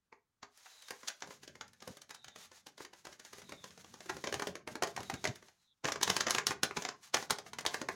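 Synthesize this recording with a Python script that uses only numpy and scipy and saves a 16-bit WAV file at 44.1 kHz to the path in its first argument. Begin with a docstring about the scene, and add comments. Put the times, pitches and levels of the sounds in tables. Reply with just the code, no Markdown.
"""A stiff paper funnel is flexed and shaken to pour gritty powder into a bottle, in a small hard room.
First the creases snap softly, close by, each trailing a rustle and the room's answer. From half a second
powder hisses down the fold; then panels pop, a far bird whistles now and then and the sheet flutters.
At 4 s the crackle grows louder. After a lull near 5.6 s, where the bird is last heard, come the
hardest snaps and the biggest swishes of powder."""
import sys
import numpy as np
from scipy import signal
from scipy.fft import rfft, irfft
from scipy.io import wavfile

SR = 44100
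rng = np.random.default_rng(int(sys.argv[2]) if len(sys.argv) > 2 else 0)


def transcribe(u):
    """Save the signal u as a 16-bit wav file named by the first command-line argument.

    u: samples, shape (n,) or (channels, n), limited to [-1, 1]; the rate is SR.
    q: integer samples, one column per channel.
    """
    v = np.clip(np.atleast_2d(u).T, -1, 1)
    q = np.round(v * 32767).astype(np.int16)
    wavfile.write(sys.argv[1], SR, q)


N = 350595

# creases giving way; bass, treble, top and creak are relative to the snap:
# (time [s], level [dB], bass [dB], treble [dB], top [dB], burst length [s], creak [dB])
SNAPS = [(0.125, -45, -13, -24, -58, 0.0019, -12), (0.428, -39, -17, -12, -46, 0.0037, -12),
         (0.573, -65.5, -37, 2, 1, 0.0023, -18), (0.657, -45.5, -29, -15, -31, 0.007, -18),
         (0.821, -60, -29, 5, -4, 0.0019, -20), (0.882, -48, -22, -3.5, -11, 0.0036, -17),
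         (0.905, -36, -11, -7.5, -14, 0.0027, -23), (0.917, -47.5, -11, -26, -25, 0.002, -15),
         (1.03, -43.5, -12.5, -13, -37, 0.0027, -24), (1.073, -48, -12, 9.5, -7, 0.0075, -16),
         (1.082, -38.5, -31, 4, -8, 0.0025, -8), (1.204, -61, -28, 2, -9, 0.0021, -22),
         (1.221, -35.5, -17.5, -7, -34, 0.0015, -20), (1.234, -43, -13, -30, -35, 0.0016, -50),
         (1.272, -49.5, -4.5, -9, -18, 0.0018, -18), (1.304, -42, -10.5, -15.5, -30, 0.0037, -29),
         (1.432, -48.5, -9, -6, -18, 0.00095, -9), (1.476, -52.5, 1, 2.5, -13, 0.0019, -20),
         (1.553, -46, -14, -12, -25, 0.002, -17), (1.609, -36.5, -23, -8, -31, 0.0021, -23),
         (1.678, -66, -24, 5, -5, 0.002, -23), (1.731, -63.5, -19, 0, -5, 0.0025, -23),
         (1.802, -58, -25, -2, -20, 0.0033, -20), (1.822, -44.5, -9.5, -8, -20, 0.0025, -10),
         (1.875, -40.5, -5, -9, -14.5, 0.0025, -9), (1.968, -50.5, -9, -4.5, -10, 0.0036, -18),
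         (2.016, -55.5, -21, 4, -4.5, 0.0023, -16), (2.092, -56.5, -7, -1, -10, 0.0021, -16),
         (2.107, -41, -19, -7.5, -18, 0.0009, -4), (2.145, -46, -31, -4, -13, 0.0038, -9),
         (2.243, -48, -22, -3, -16, 0.0018, -17), (2.281, -48, -16, -3.5, -19, 0.0018, -10),
         (2.358, -44.5, -11.5, -9, -19, 0.0025, -15), (2.515, -52, -10.5, -7, -21, 0.0017, -10),
         (2.668, -45.5, -11, -4.5, -15, 0.0012, 3), (2.777, -48.5, -11.5, -5, -17, 0.0042, -13),
         (2.804, -39.5, -6.5, -22, -30, 0.0016, -10), (2.848, -44, -12, -6.5, -18, 0.0016, -16),
         (2.933, -47, -12.5, -9.5, -21, 0.0029, -4), (3.051, -42.5, -13, -8.5, -19, 0.0026, -7),
         (3.068, -41, -9, -12.5, -22, 0.0026, -18), (3.125, -55.5, -6, 1, -19, 0.0033, -20),
         (3.197, -48, -14, -4, -15, 0.0017, -5), (3.248, -51, -14.5, -0.5, -11, 0.0029, -20),
         (3.331, -44, -9, -6.5, -15.5, 0.0022, -6), (3.382, -49, -5, -8.5, -14, 0.0017, -20),
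         (3.416, -49, -14, -7, -18, 0.0046, -20), (3.492, -46, -6.5, -7, -15.5, 0.0019, -11),
         (3.52, -37.5, -10.5, -14, -24, 0.0022, -24), (3.64, -40.5, -11.5, -7.5, -19.5, 0.0025, -14),
         (3.705, -55, -28, -3, -18, 0.0017, -44), (3.775, -51, -8, -6.5, -19, 0.0025, -18),
         (3.844, -49, -10, -8.5, -27, 0.0019, -11), (3.939, -45.5, -9.5, -7.5, -19, 0.0015, -12),
         (4.004, -47, -9.5, -5, -20, 0.002, -24), (4.057, -52.5, 0, -4, -13, 0.0031, -20),
         (4.095, -27, -12.5, -14.5, -28, 0.0048, -3), (4.166, -42, -3.5, -9, -19, 0.0014, -20),
         (4.238, -30.5, -9, -11, -27, 0.0049, -30), (4.271, -32, -6.5, -6.5, -26, 0.0011, -18),
         (4.324, -30.5, -6, -10.5, -21, 0.0018, -22), (4.34, -28, -13.5, -9.5, -21, 0.0015, -20),
         (4.395, -30.5, -11, -12.5, -24, 0.0025, -20), (4.42, -27.5, -13, -13.5, -26, 0.0023, -28),
         (4.469, -34, -2.5, -6.5, -19, 0.0038, -27), (4.553, -37, -8.5, -10, -21, 0.0015, -20),
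         (4.674, -34.5, -8, -13.5, -22, 0.0018, -18), (4.683, -41, -8, -20, -22, 0.004, -23),
         (4.753, -33.5, -7, -12.5, -22.5, 0.002, -21), (4.822, -24.5, -11, -11.5, -22, 0.0027, -31),
         (4.833, -26.5, -7.5, -7.5, -20, 0.0025, -12), (4.871, -42.5, -5, -2.5, -15.5, 0.003, -14),
         (4.962, -34, -17.5, -9.5, -18.5, 0.0028, -36), (4.975, -30.5, -17.5, -18, -43.5, 0.0021, -15),
         (5.003, -42, -3.5, -7.5, -19, 0.0027, -22), (5.029, -45, -20, -6, -13, 0.0032, -20),
         (5.097, -27, -17, -15, -25, 0.0025, -27), (5.138, -37.5, -4, -7, -18, 0.0022, -18.5),
         (5.24, -30.5, -9, -7, -23, 0.0028, -26), (5.251, -23, -15.5, -14.5, -27, 0.0025, -13),
         (5.272, -35.5, -5.5, -2, -20.5, 0.0022, -23), (5.356, -52, -22.5, -1.5, -8.5, 0.0021, -7),
         (5.424, -51.5, -7, -11.5, -22, 0.003, -12), (5.482, -54.5, -23, -6.5, -32, 0.0023, -26.5),
         (5.844, -28.5, -12, -10.5, -31, 0.0015, -12), (5.852, -25.5, -10.5, -11, -30, 0.0023, -23),
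         (5.876, -35, -8, -7.5, -35, 0.0025, -12), (5.883, -25.5, -20, -15, -43, 0.0038, -24),
         (5.919, -29, -13.5, -4.5, -21, 0.0025, -22), (5.957, -31, -11, -14.5, -32, 0.0017, -18),
         (6.011, -32, -10, -11, -25, 0.0031, -9), (6.029, -23, -18.5, -1.5, -11.5, 0.0031, -8),
         (6.076, -25.5, -14, -10, -24, 0.0031, -5), (6.099, -21.5, -15, -5, -18.5, 0.0014, -8),
         (6.164, -25, -14, -5, -15, 0.0026, -15), (6.206, -23, -20, -5, -21, 0.002, -11),
         (6.266, -25, -10.5, -9, -32, 0.0038, -16), (6.28, -27, -24, -12.5, -32, 0.0036, -26),
         (6.296, -30.5, -19, -10, -19, 0.0029, -22), (6.306, -25, -17, -2.5, -11, 0.0013, -20),
         (6.347, -24.5, -14, -7, -23, 0.0025, -13), (6.382, -21.5, -16.5, -11, -26.5, 0.0017, -16),
         (6.467, -28, -13, 2.5, -8, 0.0013, -26), (6.506, -27, -11.5, -12.5, -26, 0.0028, -19),
         (6.514, -30, -17, -21, -32.5, 0.0036, -18), (6.631, -21.5, -13.5, -4.5, -13.5, 0.0027, -27),
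         (6.708, -32.5, -12, -22, -34, 0.0025, -29), (6.768, -25.5, -12.5, -10.5, -27, 0.0049, -5),
         (6.82, -42, -6, 1, -16, 0.0019, -20), (6.849, -28.5, -15, -8.5, -30, 0.0013, -22),
         (6.887, -30.5, -16, -8, -31, 0.0012, -15), (7.142, -20.5, -13.5, -5, -19, 0.0036, -7.5),
         (7.168, -28, -26, -10.5, -23, 0.0031, 5), (7.224, -36.5, -12, -9.5, -28, 0.0023, -20),
         (7.298, -31.5, -16, -10.5, -26, 0.0018, -20), (7.305, -22, -17.5, -5.5, -13, 0.002, -22),
         (7.384, -37, -13, -6.5, -18, 0.0022, -27), (7.462, -42.5, -13.5, -15, -28, 0.004, -17),
         (7.531, -37, -16.5, -9.5, -21, 0.0025, -29), (7.584, -31.5, -17, -9.5, -21, 0.0037, -40),
         (7.607, -46, -7.5, -4, -10, 0.0032, -20), (7.65, -27.5, -17, -19, -25, 0.0016, -38),
         (7.662, -26, -13.5, -2, -17, 0.0011, -30), (7.742, -26, -15, -12.5, -22.5, 0.0027, -7),
         (7.814, -33, -5, -9.5, -22, 0.0015, -16), (7.885, -25, -14, -17.5, -29, 0.0028, -37)]


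def amp(db):
    """Decibels to gain."""
    return 10 ** (np.asarray(db) / 20)


def unit(x):
    """Scales to rms 1."""
    return x / np.sqrt(np.mean(x ** 2) + 1e-30)


def read(points, hz):
    """Reads a spectrum on a log-frequency axis."""
    f, value = np.transpose(points)
    return np.interp(np.log(hz + 1), np.log(f + 1), value)


def add(mix, s, sound):
    """Mixes a sound in at time s."""
    part = mix[max(round(s * SR), 0):][:len(sound)]
    part += sound[:len(part)]


def curve(rows):
    """A fader ride through (time [s], level [dB]), as gain."""
    return amp(np.interp(np.arange(N) / SR, *np.transpose(rows)))


def swells(rows):
    """A smooth arch of gain for each (start [s], length [s], level [dB])."""
    gain = np.zeros(N)
    for s, length, db in rows:
        add(gain, s, amp(db) * signal.windows.hann(int(length * SR)))
    return gain


def colour(x, spectrum, size=2048):
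    """Minimum-phase EQ from (frequency [Hz], gain [dB]), so that attacks stay sharp."""
    gain_db = np.maximum(read(spectrum, np.fft.rfftfreq(size, 1 / SR)), -100)
    cepstrum = irfft(np.log(amp(gain_db)))
    cepstrum[1:size // 2] *= 2
    cepstrum[size // 2 + 1:] = 0
    return signal.fftconvolve(x, irfft(np.exp(rfft(cepstrum))))[:len(x)]


def grit(count, per_s, spread_db):
    """Tiny clicks at random moments, most of them faint, a few large."""
    size = amp(spread_db * np.minimum(rng.exponential(1, count), 4))
    return unit(size * rng.choice([-1, 1], count) * (rng.random(count) < per_s / SR))


def wander(per_s):
    """A modulator that glides between random values."""
    knots = rng.standard_normal(N // 16)
    return np.interp(np.arange(N) * per_s / SR, np.arange(len(knots)), knots)


def noise_floor(level_db=-88.5):
    """A very faint, steady bed of dark noise."""
    # (frequency [Hz], gain [dB])
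    tone = [(20, -6), (110, 1.5), (350, -11), (700, -16), (1350, -11.5), (2300, -20), (7000, -22),
            (16000, -28.5)]
    return amp(level_db) * unit(colour(rng.standard_normal(N), tone))


def snaps(creak_s=0.0033, give_s=0.001243, skirt_db=-16, skirt_s=0.012, body_db=-7.5):
    """A crease creaks as it starts to give, buckles in a run of fibre clicks, and shivers to rest."""
    # tone of stiff paper: (frequency [Hz], gain [dB])
    paper_tone = [(25, -52), (60, -14), (100, -12), (230, -7), (400, 0.5), (600, -4.5), (1050, -3),
                  (1300, -5), (2100, -6), (2700, -13.5), (3300, -17), (6500, -16), (8000, -24.5),
                  (10700, -26), (13000, -34.5), (16000, -36.5)]
    out, lead_s = np.zeros(N), .02
    t = np.arange(SR // 10) / SR
    after = np.maximum(t - lead_s, 0)
    for s, db, bass_db, treble_db, top_db, length, creak_db in SNAPS:
        creak = amp(creak_db) * np.exp(-abs(t - lead_s) / creak_s)
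        progress = after / max(length, .001)
        shiver = amp(skirt_db) * np.exp(-after / skirt_s)
        buckle = (np.exp(-progress) + shiver) * (1 - np.exp(-3 * progress))
        clicks = grit(len(t), per_s=22000, spread_db=2) * (creak + buckle)
        ringing = signal.fftconvolve(clicks, sheet_ring(t))[:len(t)]
        snap = balance(colour(ringing, paper_tone), [bass_db, body_db, treble_db, top_db])
        add(out, s + give_s - lead_s, amp(db) * snap)
    return out


def sheet_ring(t, detune=0.016, ring_db=-38):
    """The sheet's answer to a click; its shape changes, so each snap rings at slightly new pitches."""
    # resonances of the folded sheet and the air in it: (pitch [Hz], relative level [dB], t60 [s])
    resonances = [(232, -20, .09), (400, -11, .08), (517, -15, .06), (660, -12, .05), (830, -10, .04),
                  (1050, -11, .04), (1540, -11, .03)]
    hz, db, t60 = np.transpose(resonances)[:, :, None]
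    shift = detune * rng.standard_normal(hz.shape)
    sign = rng.choice([-1, 1], hz.shape)
    partials = sign * amp(db - 60 * t / t60) * np.sin(2 * np.pi * hz * (1 + shift) * t)
    return (t == 0) + amp(ring_db) * partials.sum(0)


def balance(x, levels_db, spread_s=0.0057):
    """Four-band EQ that steers a snap to the given levels, its energy averaged over spread_s."""
    # bass, body, treble and top: (low edge [Hz], high edge [Hz])
    bands = [(150, 600), (700, 2500), (3000, 7500), (8500, 16000)]
    hz = np.fft.rfftfreq(len(x), 1 / SR)
    power = 2 * abs(rfft(x)) ** 2 / (len(x) * spread_s * SR)
    eq = []
    for (low, high), db in zip(bands, levels_db):
        lift_db = db - 10 * np.log10(power[(hz > low) & (hz < high)].sum())
        eq += [(low, lift_db), (high, lift_db)]
    return colour(x, eq)


def rustle(rise_s=0.0025, fall_s=0.018, level_db=-42.5, firm_db=-32, slope=0.71):
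    """After each snap, paper rubs on paper in little slips and jolted grains settle."""
    # tone of rubbing paper: (frequency [Hz], gain [dB])
    rub_tone = [(40, -36), (150, -7.5), (300, -10.5), (550, 5), (900, -13), (1600, 9), (2600, 0),
                (4000, -14.5), (6700, 3), (8000, -28), (10500, -17), (13000, -25.5), (16000, -22)]
    power, t = np.zeros(N), np.arange(SR // 4) / SR
    envelope = np.exp(-t / fall_s) * (1 - np.exp(-t / rise_s))
    for s, db, _, treble_db, *_ in SNAPS:
        stir = amp(level_db + slope * (db + treble_db - firm_db))  # a crisper snap stirs up more
        add(power, s, (stir * envelope) ** 2)
    slips = grit(N, per_s=10000, spread_db=3.6) * amp(2.8 * wander(per_s=200))
    return np.sqrt(power) * unit(colour(slips, rub_tone))


def room_tail(x, predelay_s=0.0035):
    """Sparse reflections off hard walls; the highs die first."""
    # the room's decay: (frequency [Hz], t60 [s])
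    decay = [(150, .3), (500, .25), (1500, .21), (5000, .2), (9000, .16), (14000, .12)]
    # tone of its tail: (frequency [Hz], gain [dB])
    tail_tone = [(150, -14.5), (400, -5.5), (1200, -7.5), (4500, -11), (11000, -12.5)]
    count = SR // 2
    taps = rng.choice([-1., 1.], count) * (rng.random(count) < 3500 / SR)
    taps *= np.arange(count) > predelay_s * SR
    hz, t, spectra = signal.stft(taps, SR, nperseg=256)
    fade = amp(-60 * t / read(decay, hz)[:, None])
    tail = signal.istft(spectra * fade, SR, nperseg=256)[1]
    return signal.fftconvolve(x, colour(tail / np.linalg.norm(tail), tail_tone))[:N]


def room(x, turns_per_s=1.3, count=4):
    """The moving sheet sends its sound along ever-changing paths: tails crossfade, two at a time."""
    place = count * turns_per_s * np.arange(N) / SR
    shares = (np.maximum(1 - abs((place - k) % count - 1), 0) for k in range(count))
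    return sum(room_tail(x * np.sqrt(share)) for share in shares)


def powder(hard_db=-11, uneven_db=1.5):
    """Fine grains hiss down the paper and harder ones skip brightly, in a trickle and in swishes."""
    # tones of fine and of hard grains: (frequency [Hz], gain [dB])
    fine_tone = [(50, -48), (200, -26), (350, -13), (600, -10), (850, -3), (1700, -2.5), (2800, -4.5),
                 (4000, -2), (5200, -3), (6700, -.5), (8000, -8.5), (10500, -10), (13000, -15),
                 (16000, -19)]
    hard_tone = [(500, -32), (2000, 4.5), (6500, 15.5), (8200, -1), (11000, -19.5), (16000, -5.5)]
    # the trickle down the fold: (time [s], level [dB])
    trickle = [(.45, -100), (.57, -65), (1.06, -61), (1.16, -69.5), (1.75, -80.5), (3.1, -80), (3.5, -66),
               (3.95, -66), (4.15, -61.5), (4.5, -61), (4.65, -106), (5.0, -63.5), (5.3, -64.5),
               (5.55, -81), (5.8, -91), (7.95, -71)]
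    # a shake sends a heap sliding: (start [s], length [s], level [dB])
    swishes = [(1.24, 0.16, -62), (1.41, 0.06, -62), (1.81, 0.19, -63.5), (2.34, .16, -56),
               (2.5, 0.13, -63.5), (2.66, 0.052, -65), (2.78, 0.075, -54.5), (2.92, 0.12, -67.5),
               (3.06, 0.12, -62), (3.21, 0.13, -65.5), (3.32, 0.12, -63.5), (3.63, 0.075, -72),
               (3.78, 0.056, -62), (4.68, 0.078, -57.5), (4.86, 0.073, -59), (5.43, .08, -69),
               (5.58, 0.081, -81), (5.84, 0.087, -50.5), (6.01, 0.24, -48.5), (6.27, 0.16, -49),
               (6.47, 0.081, -49.5), (6.71, .19, -55.5), (7.0, .11, -59), (7.12, .17, -51),
               (7.44, .07, -61), (7.65, 0.19, -57.5), (7.89, 0.072, -58)]
    fine = grit(N, per_s=14000, spread_db=3.2) * amp(1.8 * wander(per_s=90))
    hard = grit(N, per_s=7000, spread_db=3) * amp(4 * wander(per_s=25))
    flow = curve(trickle) * amp(uneven_db * wander(per_s=18)) + swells(swishes)
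    return flow * (unit(colour(fine, fine_tone)) + amp(hard_db) * unit(colour(hard, hard_tone)))


def pops(trim_db=-8, rise_s=.0012, fall_s=.008, detune=0.13):
    """A panel pops through with a hollow knock: the air in the fold rings briefly around one pitch."""
    # panels popping: (time [s], peak before trim [dB], pitch [Hz])
    knocks = [(0.658, -47, 797), (0.907, -35, 980), (1.221, -39, 812), (4.097, -33, 770), (4.341, -31, 832),
              (4.42, -29, 800), (4.822, -22, 663), (4.835, -30, 650), (4.869, -38, 780), (4.975, -31, 974)]
    out, t = np.zeros(N), np.arange(SR // 8) / SR
    envelope = (1 - np.exp(-t / rise_s)) * np.exp(-t / fall_s)
    for s, db, hz in knocks:
        cluster_hz = hz * (1 + detune * rng.uniform(-1, 1, (5, 1)))
        phase = rng.random((5, 1))
        knock = envelope * np.sin(2 * np.pi * (cluster_hz * t + phase)).sum(0)
        add(out, s, amp(db + trim_db) * knock / abs(knock).max())
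    return out


def bird():
    """Falling whistles, blurred by echoes on their long way."""
    # a far bird's calls: (start [s], length [s], first pitch [Hz], last pitch [Hz], level [dB])
    calls = [(0.663, 0.28, 4180, 3570, -68.5), (2.08, 0.44, 3960, 3420, -70),
             (3.41, 0.33, 3950, 3420, -67.5), (4.95, 0.3, 3980, 3620, -66), (5.566, .19, 4160, 3750, -81.5),
             (5.665, 0.083, 3670, 3370, -79)]
    out = np.zeros(N)
    blur = wander(per_s=450) + 1j * wander(per_s=450)
    for s, length, first_hz, last_hz, db in calls:
        count = int(length * SR)
        turns = np.cumsum(np.linspace(first_hz, last_hz, count)) / SR
        whistle = (np.exp(2j * np.pi * turns) * blur[int(s * SR):][:count]).real
        add(out, s, amp(db) * unit(whistle * signal.windows.tukey(count, .5)))
    return out


def flutter(air_db=-8, modes_db=-6):
    """The broad faces of the sheet bend and push air in soft lumps, now in one mode, now in another."""
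    # tone of the pushed air: (frequency [Hz], gain [dB])
    air_tone = [(20, -28), (45, -18), (85, -6), (130, -3), (200, -3), (300, -11), (600, -22), (1500, -60)]
    # bending modes of the faces: (pitch [Hz], width [Hz], relative level [dB])
    modes = [(86, 14, -6), (116, 14, -4), (142, 16, -1), (186, 20, 0), (232, 24, -2)]
    # the hands keep the sheet flexing: (time [s], level [dB])
    handling = [(.8, -112), (1.5, -62), (1.75, -68.5), (2.05, -73.5), (3.2, -77.5), (3.45, -62.5),
                (4.0, -63.5), (4.4, -63.5), (5.3, -56), (5.6, -84.5), (5.8, -103), (5.9, -54.5),
                (6.8, -59.5), (7.08, -74), (7.2, -66), (7.95, -55.5)]
    # a face flops over: (start [s], length [s], level [dB])
    flops = [(.9, .05, -72), (1.25, 0.061, -58), (1.87, 0.063, -44), (2.24, .08, -67), (2.36, 0.061, -68),
             (2.79, 0.04, -71), (3.05, 0.12, -65), (3.48, 0.12, -66), (4.1, 0.12, -51), (4.29, 0.12, -47),
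             (4.46, 0.089, -48.5), (4.71, 0.033, -51), (4.96, 0.095, -52), (5.12, 0.049, -41.5),
             (5.27, 0.055, -41), (6.07, 0.075, -44.5), (6.35, 0.053, -52), (6.48, 0.052, -45),
             (6.62, 0.067, -53), (6.76, 0.046, -41), (7.14, 0.096, -54), (7.3, 0.039, -41)]
    lumps = rng.standard_normal(N) * amp(2.5 * wander(per_s=30))
    air = unit(colour(lumps, air_tone, size=8192))
    t, wobble = np.arange(N) / SR, np.zeros(N)
    for hz, width, db in modes:
        sway = wander(width) + 1j * wander(width)
        wobble += amp(db) * (np.exp(2j * np.pi * hz * t) * sway).real
    return (curve(handling) + swells(flops)) * (amp(air_db) * air + amp(modes_db) * unit(wobble))


def stereo_side(x, flicker_per_s=900):
    """The treble flickers a little between left and right."""
    treble = signal.sosfilt(signal.butter(8, 3700, "high", fs=SR, output="sos"), x)
    return colour(treble * wander(flicker_per_s), [(4000, -42), (6000, -32), (9000, -25), (14000, -12)])


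def scene():
    """Close paper and powder feed the room; flutter, bird and floor join dry. Nearly mono."""
    near = snaps() + pops() + rustle() + powder()
    mid = noise_floor() + near + room(near) + flutter() + bird()
    side = stereo_side(mid)
    return np.array([mid + side, mid - side])


def record(dry, cutoff_hz=16200):
    """A steep low-pass takes off the very top."""
    lowpass = signal.firwin(401, cutoff_hz, window=("kaiser", 8), fs=SR)
    return signal.oaconvolve(dry, lowpass[None], "same")


dry = scene()
out = record(dry)
transcribe(out)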